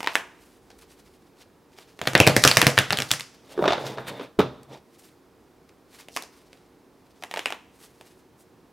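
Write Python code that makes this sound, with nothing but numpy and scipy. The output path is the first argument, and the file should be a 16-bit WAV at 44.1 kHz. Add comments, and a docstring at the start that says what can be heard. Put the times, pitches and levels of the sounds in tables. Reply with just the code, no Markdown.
"""A deck of large, stiff cards is shuffled just above a table, close to a microphone in a small quiet room.
First the thumb flicks cards into the other hand, each ringing in its bend; faint strokes of grainy friction follow.
The halves riffle together with loud, overloading snaps, slaps and table thumps; a bridge collapses in puffs of air
and ticks, and packets knock square with a ringing thud. Cards slide in the hands, and the deck is split again.
Filtered impulses make the blows, coloured noise the friction and the steady air; faint wavering sines hum below."""
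import sys
import numpy as np
from scipy import signal
from scipy.fft import rfft, irfft, next_fast_len
from scipy.io import wavfile
from scipy.ndimage import map_coordinates

SR = 44100
rng = np.random.default_rng(int(sys.argv[2]) if len(sys.argv) > 2 else 0)


def to_wav(sig):
    """Store sig (one row per channel, or 1-D mono) as 16-bit WAV at the path in sys.argv[1].

    Samples outside -1..1 are clipped; the rate is SR.
    """
    pcm = np.clip(np.atleast_2d(sig), -1, 1) * 32767
    pcm = np.round(pcm).astype(np.int16)
    wavfile.write(sys.argv[1], SR, pcm.T)  # frames by channels


N = 384552
SIZE = 16384  # samples in one blow or room response
T = np.arange(SIZE) / SR
HZ = np.fft.rfftfreq(SIZE, 1 / SR)

# cards riffled onto the table, levels as rms over 5 ms; the landing level is the one before cushioning:
# (t/s, ring level/dB, ring f/Hz, ring prominence level/dB, edge crack level/dB, landing level/dB)
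RIFFLE_SNAPS = [(2.0153, -27, 4170, 6.5, -35, -29), (2.0552, -36, 741, 12.5, -49, -41),
                (2.0711, -29.5, 2500, 5, -36, -42.5), (2.0737, -17.5, 3400, 2.5, -22.5, -21),
                (2.134, -33, 850, 0.5, -36, -33.5), (2.1521, -7, 1890, 2.5, -24.5, -12),
                (2.178, -36, 2070, 9, -25, -30.5), (2.2017, -5, 2620, 19.5, -14.5, -7.5),
                (2.2674, -14, 2420, 10, -21, -15), (2.274, -8, 4900, 12.5, -13, -7),
                (2.3653, -12, 2004, 15, -13.5, -12), (2.4385, -6.5, 4530, 8.5, -10.5, -26.5),
                (2.4504, -8.5, 1390, 9.5, -10.5, -10), (2.476, -9, 2720, 12.5, -9, -23),
                (2.5141, -13.5, 4770, 12.5, -22, -24.5), (2.5702, -7, 2040, 6.5, -9.5, -16),
                (2.6164, -9.5, 1700, 3, -15.5, -28.5), (2.6275, -17, 4640, 5.5, -29.5, -17.5),
                (2.6677, -9.5, 2260, 5, -12, -11), (2.7735, -29, 2500, 3.5, -35.5, -45.5),
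                (2.7782, -9, 1640, 6.5, -34.5, -19), (2.7877, -13, 3300, 7, -16.5, -19.5),
                (2.906, -17, 2940, 0.5, -28.5, -27), (2.9254, -22.5, 765, 27, -27, -29),
                (2.9304, -19, 4730, 11, -39, -27.5), (2.9725, -28, 3420, 7, -28.5, -59),
                (2.9872, -21.5, 3240, 3, -27, -28), (3.0025, -24.5, 6000, 12, -32, -28),
                (3.0212, -25.5, 2700, 2, -26.5, -41), (3.1078, -25.5, 1770, -3, -44, -49),
                (3.1148, -16.5, 3400, 9, -15, -29.5), (3.1369, -27, 2050, 5, -29.5, -43.5),
                (3.197, -32.5, 2460, 12, -36, -59), (3.2078, -34, 3670, 6, -34, -46.5)]
# colour of a card's bend: (f/Hz, level/dB per Hz)
CARD_BEND = [(100, -25.5), (250, -11.5), (500, -6), (900, -0.5), (1600, 5.5), (2500, 4), (3500, 1.5),
             (5000, -8), (8000, -24), (16000, -44)]
# colour of a flat slap: (f/Hz, level/dB per Hz)
SLAP_COLOUR = [(30, -39.5), (100, -17), (250, -6), (450, -1), (700, -3.5), (1100, -17), (3000, -35.5)]
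# colour of the thump passed to the table: (f/Hz, level/dB per Hz)
THUMP_COLOUR = [(25, -42), (50, -20.5), (85, -7), (130, -1.5), (200, -7), (280, -10.5), (450, -23),
                (1000, -51)]
CUSHION_DB_PER_S = 4  # the growing pile softens the slap
THUMP_DB, THUMP_DB_PER_S = -8.5, 6  # thump relative to the landing; it grows with the weight of the pile


def riffle():
    """Impact: each card snaps off the thumb, slaps the growing pile and thumps the table under it."""
    out = np.zeros((2, N))
    for s, ring_db, hz, lift_db, crack_db, landing_db in RIFFLE_SNAPS:
        elapsed = s - RIFFLE_SNAPS[0][0]
        slap_gain = amp(landing_db - CUSHION_DB_PER_S * elapsed)
        slap = slap_gain * contact(along(SLAP_COLOUR, HZ), t60=0.051, chatter=0.92)
        push = contact(along(THUMP_COLOUR, HZ), t60=0.11, chatter=1.4)
        thump_gain = amp(landing_db + THUMP_DB + THUMP_DB_PER_S * elapsed)
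        thump = thump_gain * (push + amp(-0.5) * table_ring())
        release = snap(CARD_BEND, ring_db, hz, lift_db, crack_db)
        # the card hits the pile moving opposite to its first flick
        near, spread = release - slap + thump
        add(out, s, in_room(near, spread, wet_db=-8))
    return out


# cards flicked into the other hand as the deck is split:
# (t/s, ring level/dB, ring f/Hz, edge crack level/dB)
SPLIT_FLICKS = [(0.0054, -30, 920, -40.5), (0.03, -30, 870, -39), (0.0445, -30, 850, -50),
                (0.0625, -33, 756, -47), (0.0733, -16.5, 1010, -43), (0.1545, -13.5, 1670, -25.5),
                (0.7034, -54, 4500, -56), (1.787, -44.5, 866, -52), (1.9914, -39, 1250, -51.5),
                (6.0853, -43, 2980, -49), (6.1643, -27.5, 2510, -29.5), (6.1716, -25, 1037, -32),
                (6.2234, -49, 1216, -38.5), (6.2364, -47, 1600, -46), (6.5306, -47.5, 5000, -57),
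                (7.2246, -41, 1050, -50), (7.2368, -31.5, 750, -41), (7.3126, -33, 3700, -42),
                (7.3399, -26.5, 785, -39.5), (7.3614, -31, 767, -52), (7.3728, -27, 790, -51),
                (7.3774, -34, 857, -41), (7.393, -27, 3500, -38.5), (7.4582, -19.5, 2570, -32),
                (7.4722, -32.5, 2494, -55), (7.5047, -33, 743, -44), (7.524, -27, 780, -44),
                (8.0111, -46, 914, -51.5)]
# ring of a card bent along its length: (f/Hz, level/dB per Hz)
LENGTHWISE_BEND = [(100, -29), (300, -11.5), (600, -1.5), (900, 3), (1300, -2.5), (2000, 0.5), (2750, -0.5),
                   (3300, -4), (5000, -12), (8000, -24), (16000, -37.5)]
SPLIT_LIFT_DB = 6  # how far that ring stands out at its own pitch
# pop of the cupped palm: pitch (Hz), level under a medium flick (dB), dB per dB of flick
PALM_HZ, PALM_DB, PALM_GROWS = 790, -36.5, 0.61
MEDIUM_DB = -30  # ring level of a medium flick


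def splitting():
    """Cavity resonance: cards snap off the thumb into a cupped palm, which gives a hollow pop."""
    out = np.zeros((2, N))
    for s, ring_db, hz, crack_db in SPLIT_FLICKS:
        pop_colour = along(SLAP_COLOUR, HZ) + resonance(PALM_HZ, q=4.8, lift_db=11)
        pop = contact(pop_colour, t60=0.014, chatter=1.0)
        palm = amp(PALM_DB + PALM_GROWS * (ring_db - MEDIUM_DB)) * pop
        near, spread = snap(LENGTHWISE_BEND, ring_db, hz, SPLIT_LIFT_DB, crack_db) + palm
        add(out, s, in_room(near, spread, wet_db=-8.5))
    return out


# colour of a cracking card edge: (f/Hz, level/dB per Hz)
EDGE_CRACK = [(1500, -22), (3500, 1.5), (5000, 4.5), (8000, -1.5), (12000, -6), (16000, -16)]
# a freed card pulls a few neighbours after it: latest delay (s), greatest level (dB)
FOLLOW_S, FOLLOW_DB = 0.035, -20


def snap(bend, ring_db, hz, lift_db, crack_db, count=3):
    """Elastic release: a freed card cracks at its edge and rings in its bend; its neighbours slip after it."""
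    ring_colour = along(bend, HZ) + resonance(hz, q=2.7, lift_db=lift_db)
    ring = amp(ring_db) * contact(ring_colour, t60=0.02, chatter=0.78)
    crack = amp(crack_db) * contact(along(EDGE_CRACK, HZ), t60=0.0079, chatter=6.5)
    sound = ring + crack
    for delay, size in rng.random((count, 2)):
        add(sound, FOLLOW_S * delay, amp(FOLLOW_DB) * size * (ring + crack))
    return sound


# modes of the table top: (f/Hz, level/dB, decay t60/s)
TABLE_MODES = [(86, -11, .25), (136, 3.5, 0.23), (166, -7.5, 0.2), (255, -9.5, 0.2), (313, -9.5, 0.31),
               (414, 4, 0.083), (487, -2, 0.34), (600, 1, 0.16), (737, -11, 0.089), (806, -4.5, .18)]


def table_ring(spread_db=2):
    """Modal superposition: the table's decaying modes add up, at new strengths for each blow."""
    hz, db, t60 = np.transpose(TABLE_MODES)[:, :, None]
    strength_db = db + spread_db * rng.standard_normal(db.shape)
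    modes = amp(strength_db - 60 * T / t60) * np.sin(2 * np.pi * hz * T)
    return blow(np.sum(modes, 0))


# bent cards falling flat onto each other: (t/s, air puff level/dB, puff f/Hz)
FLAT_FALLS = [(3.5774, -21.5, 396), (3.5914, -17.5, 379), (3.6245, -18, 600), (3.6407, -17, 910),
              (3.6563, -18, 587), (3.6612, -23.5, 920), (3.6783, -14, 406), (3.6833, -19.5, 624),
              (3.7058, -22.5, 710), (3.7222, -19.5, 750), (3.7324, -20.5, 840), (3.7794, -27, 470),
              (3.9739, -31.5, 493), (3.9835, -28.5, 1740), (4.1962, -30, 416), (4.2104, -32, 280),
              (4.2471, -42, 477)]
# colour of the escaping air: (f/Hz, level/dB per Hz)
PUFF_COLOUR = [(50, -8), (150, 1), (350, 5.5), (800, 0), (1400, 0.5), (2300, -23), (6000, -56)]
# colour of card edges ticking and scraping: (f/Hz, level/dB per Hz)
EDGE_COLOUR = [(500, -38.5), (1200, 7), (2200, 4.5), (3200, 1), (3650, 6), (4100, -1.5), (6000, -11),
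               (9000, -23), (16000, -38)]
# the edges tick hardest midway through the collapse, then more softly: (t/s, tick level/dB relative to the puff)
COLLAPSE_TICKS = [(3.6, -25), (3.655, -11), (3.69, -1.5), (3.8, -11)]


def bridge():
    """Air displacement: cards drop flat and squeeze out puffs of air; their edges tick."""
    out = np.zeros((2, N))
    for s, puff_db, hz in FLAT_FALLS:
        puff_colour = along(PUFF_COLOUR, HZ) + resonance(hz, q=2.0, lift_db=16.0)
        puff = amp(puff_db) * contact(puff_colour, t60=0.029, chatter=1.0)
        tick_db = puff_db + np.interp(s, *np.transpose(COLLAPSE_TICKS))
        tick = amp(tick_db) * contact(along(EDGE_COLOUR, HZ), t60=0.024, chatter=6.7)
        near, spread = puff + tick
        add(out, s, in_room(near, spread, wet_db=-5.5))
    return out


# packets of the deck landing edge-on on the table: (t/s, thud level/dB, edge clack level/dB)
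PACKET_KNOCKS = [(4.3898, -13.5, -32), (4.3926, -12, -25.5), (4.3949, -18, -30), (4.3997, -16.5, -41),
                 (4.4043, -17.5, -27), (4.414, -43.5, -28)]
# colour of the thud: (f/Hz, level/dB per Hz)
THUD_COLOUR = [(30, -40), (70, -5), (140, 3), (260, 5), (410, -5), (600, -5), (800, -7), (1300, -6.5),
               (2200, -42), (5000, -39)]


def squaring_knock(table_db=-17):
    """Impulse excitation: the deck lands on its edge in packets; the first sets the table ringing."""
    out = np.zeros((2, N))
    for s, thud_db, clack_db in PACKET_KNOCKS:
        thud_colour = along(THUD_COLOUR, HZ) + resonance(417, q=2.5, lift_db=12)
        thud = amp(thud_db) * contact(thud_colour, t60=0.017, chatter=1.0)
        clack = amp(clack_db) * contact(along(EDGE_COLOUR, HZ), t60=0.029, chatter=3.8)
        near, spread = thud + clack
        add(out, s, in_room(near, spread, wet_db=-7.5))
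    ring = amp(table_db) * table_ring()
    add(out, PACKET_KNOCKS[0][0], in_room(ring, ring, wet_db=-7.0))
    return out


# cards sliding lightly in the hands: (middle t/s, half length t/s, rub level/dB, hiss level/dB)
HAND_STROKES = [(0.47, 0.13, -66.5, -67), (0.711, 0.0091, -48, -69), (0.791, 0.0063, -55, -52),
                (0.823, 0.025, -55, -60), (0.96, 0.31, -66, -69.5), (1.405, 0.042, -64, -72),
                (1.83, 0.098, -60, -67.5), (3.35, 0.01, -52.5, -64), (3.52, 0.069, -60.5, -67),
                (3.865, 0.062, -43.5, -56), (4.633, 0.0017, -53.5, -57), (4.742, 0.029, -49.5, -73),
                (4.992, 0.009, -60, -57), (5.02, 0.13, -67.5, -68), (5.693, 0.003, -55, -63),
                (5.98, 0.065, -57, -61.5), (6.37, 0.054, -60, -63.5), (6.55, 0.15, -66.5, -75),
                (7.1, 0.1, -71.5, -79), (7.83, 0.074, -61, -60.5), (8.05, 0.14, -65, -67),
                (8.414, 0.028, -69.5, -59)]
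# the woven halves pushed together: (middle t/s, half length t/s, air and table level/dB, edge scrape level/dB)
HALVES_PUSHED = [(3.64, 0.029, -26, -58), (3.73, 0.18, -40, -48.5), (3.88, 0.077, -35.5, -46),
                 (4.0, 0.027, -37, -51), (4.088, 0.017, -40, -35), (4.12, 0.092, -39.5, -49),
                 (4.22, 0.046, -44.5, -47), (4.735, 0.04, -43, -55.5)]
# colour of face rubbing on face: (f/Hz, level/dB per Hz)
RUB_COLOUR = [(300, -13.5), (800, -1), (2400, -1), (5000, -2), (8000, -12.5), (16000, -27)]
# colour of the faces' hiss: (f/Hz, level/dB per Hz)
HISS_COLOUR = [(2500, -17.5), (6000, -6), (9000, -3), (13000, -7), (16000, -14)]
# colour of the air pressed out between the halves, with the table humming along near 138 Hz:
# (f/Hz, level/dB per Hz)
AIR_AND_TABLE_COLOUR = [(50, -11), (105, -8), (138, 10), (180, -2), (300, 0.5), (550, 4), (1000, -3.5),
                        (1800, -40), (4000, -39)]
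# the card edges sing faintly as they rub past each other: (f/Hz, level/dB per Hz)
SONG_COLOUR = [(2000, -51), (3350, -7), (3620, 9), (3900, -39), (6000, -50.5)]
PUSH_HISS_DB = -17  # hiss of the faces, relative to the scrape
# edges drag past the thumb around each snap: half length (s), level relative to the crack (dB)
DRAG_S, RIFFLE_DRAG_DB, SPLIT_DRAG_DB = 0.046, -27.5, -21.5
# the edge grates just before it lets go: how early (s), level relative to the crack (dB)
LEAD_S, LEAD_DB = 0.002, -20


def sliding(song_db=-13):
    """Stick-slip friction: grainy noise of cards and edges, with escaping air and the table humming along."""
    rub, hiss = swells(HAND_STROKES)
    air, scrape = swells(HALVES_PUSHED)
    drags = []
    for s, *_, crack_db, _ in RIFFLE_SNAPS:
        drags.append((s, DRAG_S, crack_db + RIFFLE_DRAG_DB))
        drags.append((s - LEAD_S, LEAD_S, crack_db + LEAD_DB))
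    for s, *_, crack_db in SPLIT_FLICKS:
        drags.append((s, DRAG_S, crack_db + SPLIT_DRAG_DB))
    drag, = swells(drags)
    all_hiss = np.hypot(hiss, amp(PUSH_HISS_DB) * scrape)
    light = rub * noise(RUB_COLOUR, grain_db=3.5) + all_hiss * noise(HISS_COLOUR, grain_db=2.0)
    song = amp(song_db + 2.9 * wobble(25)) * noise(SONG_COLOUR)
    edges = scrape * (noise(EDGE_COLOUR, grain_db=3.0) + song)
    firm = air * noise(AIR_AND_TABLE_COLOUR, grain_db=2) + edges
    friction = light * amp(4.4 * wobble(45)) + firm + drag * noise(EDGE_CRACK, grain_db=6.5)
    return in_room(friction, friction, wet_db=-14)[:, :N]


# colour of the steady rush of air: (f/Hz, level/dB per Hz)
RUSH_COLOUR = [(25, -11.5), (55, -6.5), (90, -10), (120, -8.5), (200, -7), (380, -6), (600, -14),
               (900, -15), (1600, -22.5), (3000, -29), (5200, -30.5), (7000, -34.5), (16000, -37.5)]
# faint hum in the room, rms levels: (f/Hz, level/dB)
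HUM_TONES = [(269, -70), (301.5, -74.5), (365, -68.5), (463, -70)]
# a faint low rumble early on: (middle t/s, half length t/s, level/dB)
RUMBLE_SWELL = [(.85, 0.55, -64)]
# colour of the rumble: (f/Hz, level/dB per Hz)
RUMBLE_SPECTRUM = [(25, -13), (50, -1.5), (58, -1), (75, -9), (150, -36), (500, -72)]


def room_tone(level_db=-57.5, side_db=-13):
    """Stationary noise: a steady low rush of air, with a faint phase-wavering hum and a passing rumble."""
    t = np.arange(N) / SR
    hum = np.zeros(N)
    for hz, db in HUM_TONES:
        phase = 2 * np.pi * hz * t + 2.9 * wobble(7.4)
        hum += amp(db) * np.sqrt(2) * np.sin(phase)
    mid = noise(RUSH_COLOUR)
    side = amp(side_db) * noise(RUSH_COLOUR)
    rush = amp(level_db) * np.array([mid + side, mid - side])
    rumble, = swells(RUMBLE_SWELL)
    return rush + hum + rumble * noise(RUMBLE_SPECTRUM)


# decay of the room: (f/Hz, t60/s)
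WALL_DECAY = [(100, 0.3), (300, 0.2), (800, 0.29), (2000, .23), (5000, 0.28), (14000, 0.15)]
# nearest reflecting surfaces: (delay t/s, level/dB)
NEAR_ECHOES = [(.0033, -22.5), (0.0099, -15.5)]
# side to mid ratio of the room's answer: (f/Hz, ratio)
ROOM_WIDTH = [(40, .25), (130, .07), (500, .25), (2000, .25), (4000, 0.21), (9000, .34)]


def in_room(near, spread, wet_db, linger_db=-16, linger=2.9):
    """Reverberation: direct sound, two reflections and a short tail differing slightly between the ears."""
    hz, t, z = signal.stft(rng.standard_normal((2, SIZE)), SR, nperseg=256)
    z[1] *= along(ROOM_WIDTH, hz)[:, None]
    fall_db = -60 * t / along(WALL_DECAY, hz)[:, None]
    # a weak part of the tail, running between bare walls, lasts longer
    decay = np.hypot(amp(fall_db), amp(linger_db + fall_db / linger))
    tail = signal.istft(z * decay, SR, nperseg=256)[1][:, :SIZE]
    mid, side = tail * (1 - np.exp(-T / 0.0039))  # the tail builds up over a few ms
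    response = amp(wet_db) * np.array([mid + side, mid - side]) / np.linalg.norm(mid)
    out = signal.fftconvolve(spread[None], response, axes=1)
    add(out, 0, near)
    for delay, db in NEAR_ECHOES:
        add(out, delay, amp(db) * near)
    return out


def contact(colour_db, t60, chatter):
    """Source and filter: a push plus brief chatter, as heard nearby; the push alone, as spread into the room."""
    # folding the cepstrum makes the colour causal (minimum phase)
    cepstrum = irfft(np.log(amp(colour_db)))
    cepstrum[1:SIZE // 2] *= 2
    cepstrum[SIZE // 2 + 1:] = 0
    colour = np.exp(rfft(cepstrum))
    force = rng.standard_normal(SIZE) * amp(-60 * T / t60)
    force *= chatter / np.linalg.norm(force)
    force[0] += 1
    return np.array([blow(irfft(rfft(force) * colour)), blow(irfft(colour))])


def resonance(hz, q, lift_db):
    """Resonance: dB curve of one peak standing lift_db above its surroundings."""
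    return lift_db / (1 + (q * (HZ / hz - hz / (HZ + 1))) ** 2)


def swells(rows):
    """Envelope: one gain curve per dB column; each (middle s, half length s, dB, ..) row rises and falls."""
    t = np.arange(N) / SR
    power = np.zeros((len(rows[0]) - 2, N))
    for s, half, *levels in rows:
        during = np.abs(t - s) < 3 * half
        bell = np.exp(-((t[during] - s) / half) ** 2)
        power[:, during] += (amp(levels)[:, None] * bell) ** 2
    return np.sqrt(power)


def noise(spectrum, grain_db=0):
    """Spectral shaping: coloured noise of rms 1; grain_db clumps it into tiny catches and slips."""
    grains = rng.standard_normal(N) * amp(grain_db * wobble(900))
    return unit(filtered(grains, lambda hz: amp(along(spectrum, hz))))


def wobble(rate):
    """Random modulation: a smooth random curve, rate knots a second."""
    knots = rng.standard_normal(int(N * rate / SR) + 4)
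    return map_coordinates(knots, [np.arange(N) * rate / SR])


def filtered(x, response):
    """Linear filtering: x times a response of frequency."""
    m = next_fast_len(N + SIZE)
    return irfft(rfft(x, m) * response(np.fft.rfftfreq(m, 1 / SR)), m)[..., :N]


def along(points, hz):
    """Logarithmic pitch: interpolate (Hz, value) points on a log axis."""
    f, v = np.transpose(points)
    return np.interp(np.log(hz + 1), np.log(f + 1), v)


def amp(db):
    """Level: decibels to gain."""
    return 10 ** (np.asarray(db) / 20)


def unit(x):
    """Mean power: scale to rms 1."""
    return x / np.sqrt(np.mean(x ** 2) + 1e-20)


def blow(x):
    """Energy: scale to that of 5 ms at rms 1."""
    return x / np.linalg.norm(x) * np.sqrt(.005 * SR)


def add(track, s, sound):
    """Superposition: mix a sound in at time s."""
    part = track[..., max(round(s * SR), 0):][..., :sound.shape[-1]]
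    part += sound[..., :part.shape[-1]]


# lean of the cards between the microphones: (f/Hz, left over right level/dB)
CARD_LEAN = [(150, -0.05), (700, -1), (3000, -0.26), (8000, 0.24)]


def scene():
    """Level difference: the cards stay near the middle, and the room's sound leans right by 1.2 dB."""
    cards = riffle() + splitting() + bridge() + squaring_knock() + sliding()
    halves = np.array([[.5], [-.5]])  # left up, right down
    heard = filtered(cards, lambda hz: amp(along(CARD_LEAN, hz) * halves))
    return heard + room_tone() * amp([[-.6], [.6]])


TOP_HZ = 15900  # band limit


def record(dry, low_cut_hz=56):
    """Overload and band limiting: clips at full scale, thins the deepest bass and cuts above the band limit."""
    clipped = np.clip(dry, -1, 1)
    thinned = filtered(clipped, lambda hz: hz ** 2 / np.hypot(hz ** 2, low_cut_hz ** 2))
    return filtered(thinned, lambda hz: 1 / np.sqrt(1 + (hz / TOP_HZ) ** 120))


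dry = scene()
out = record(dry)
to_wav(out)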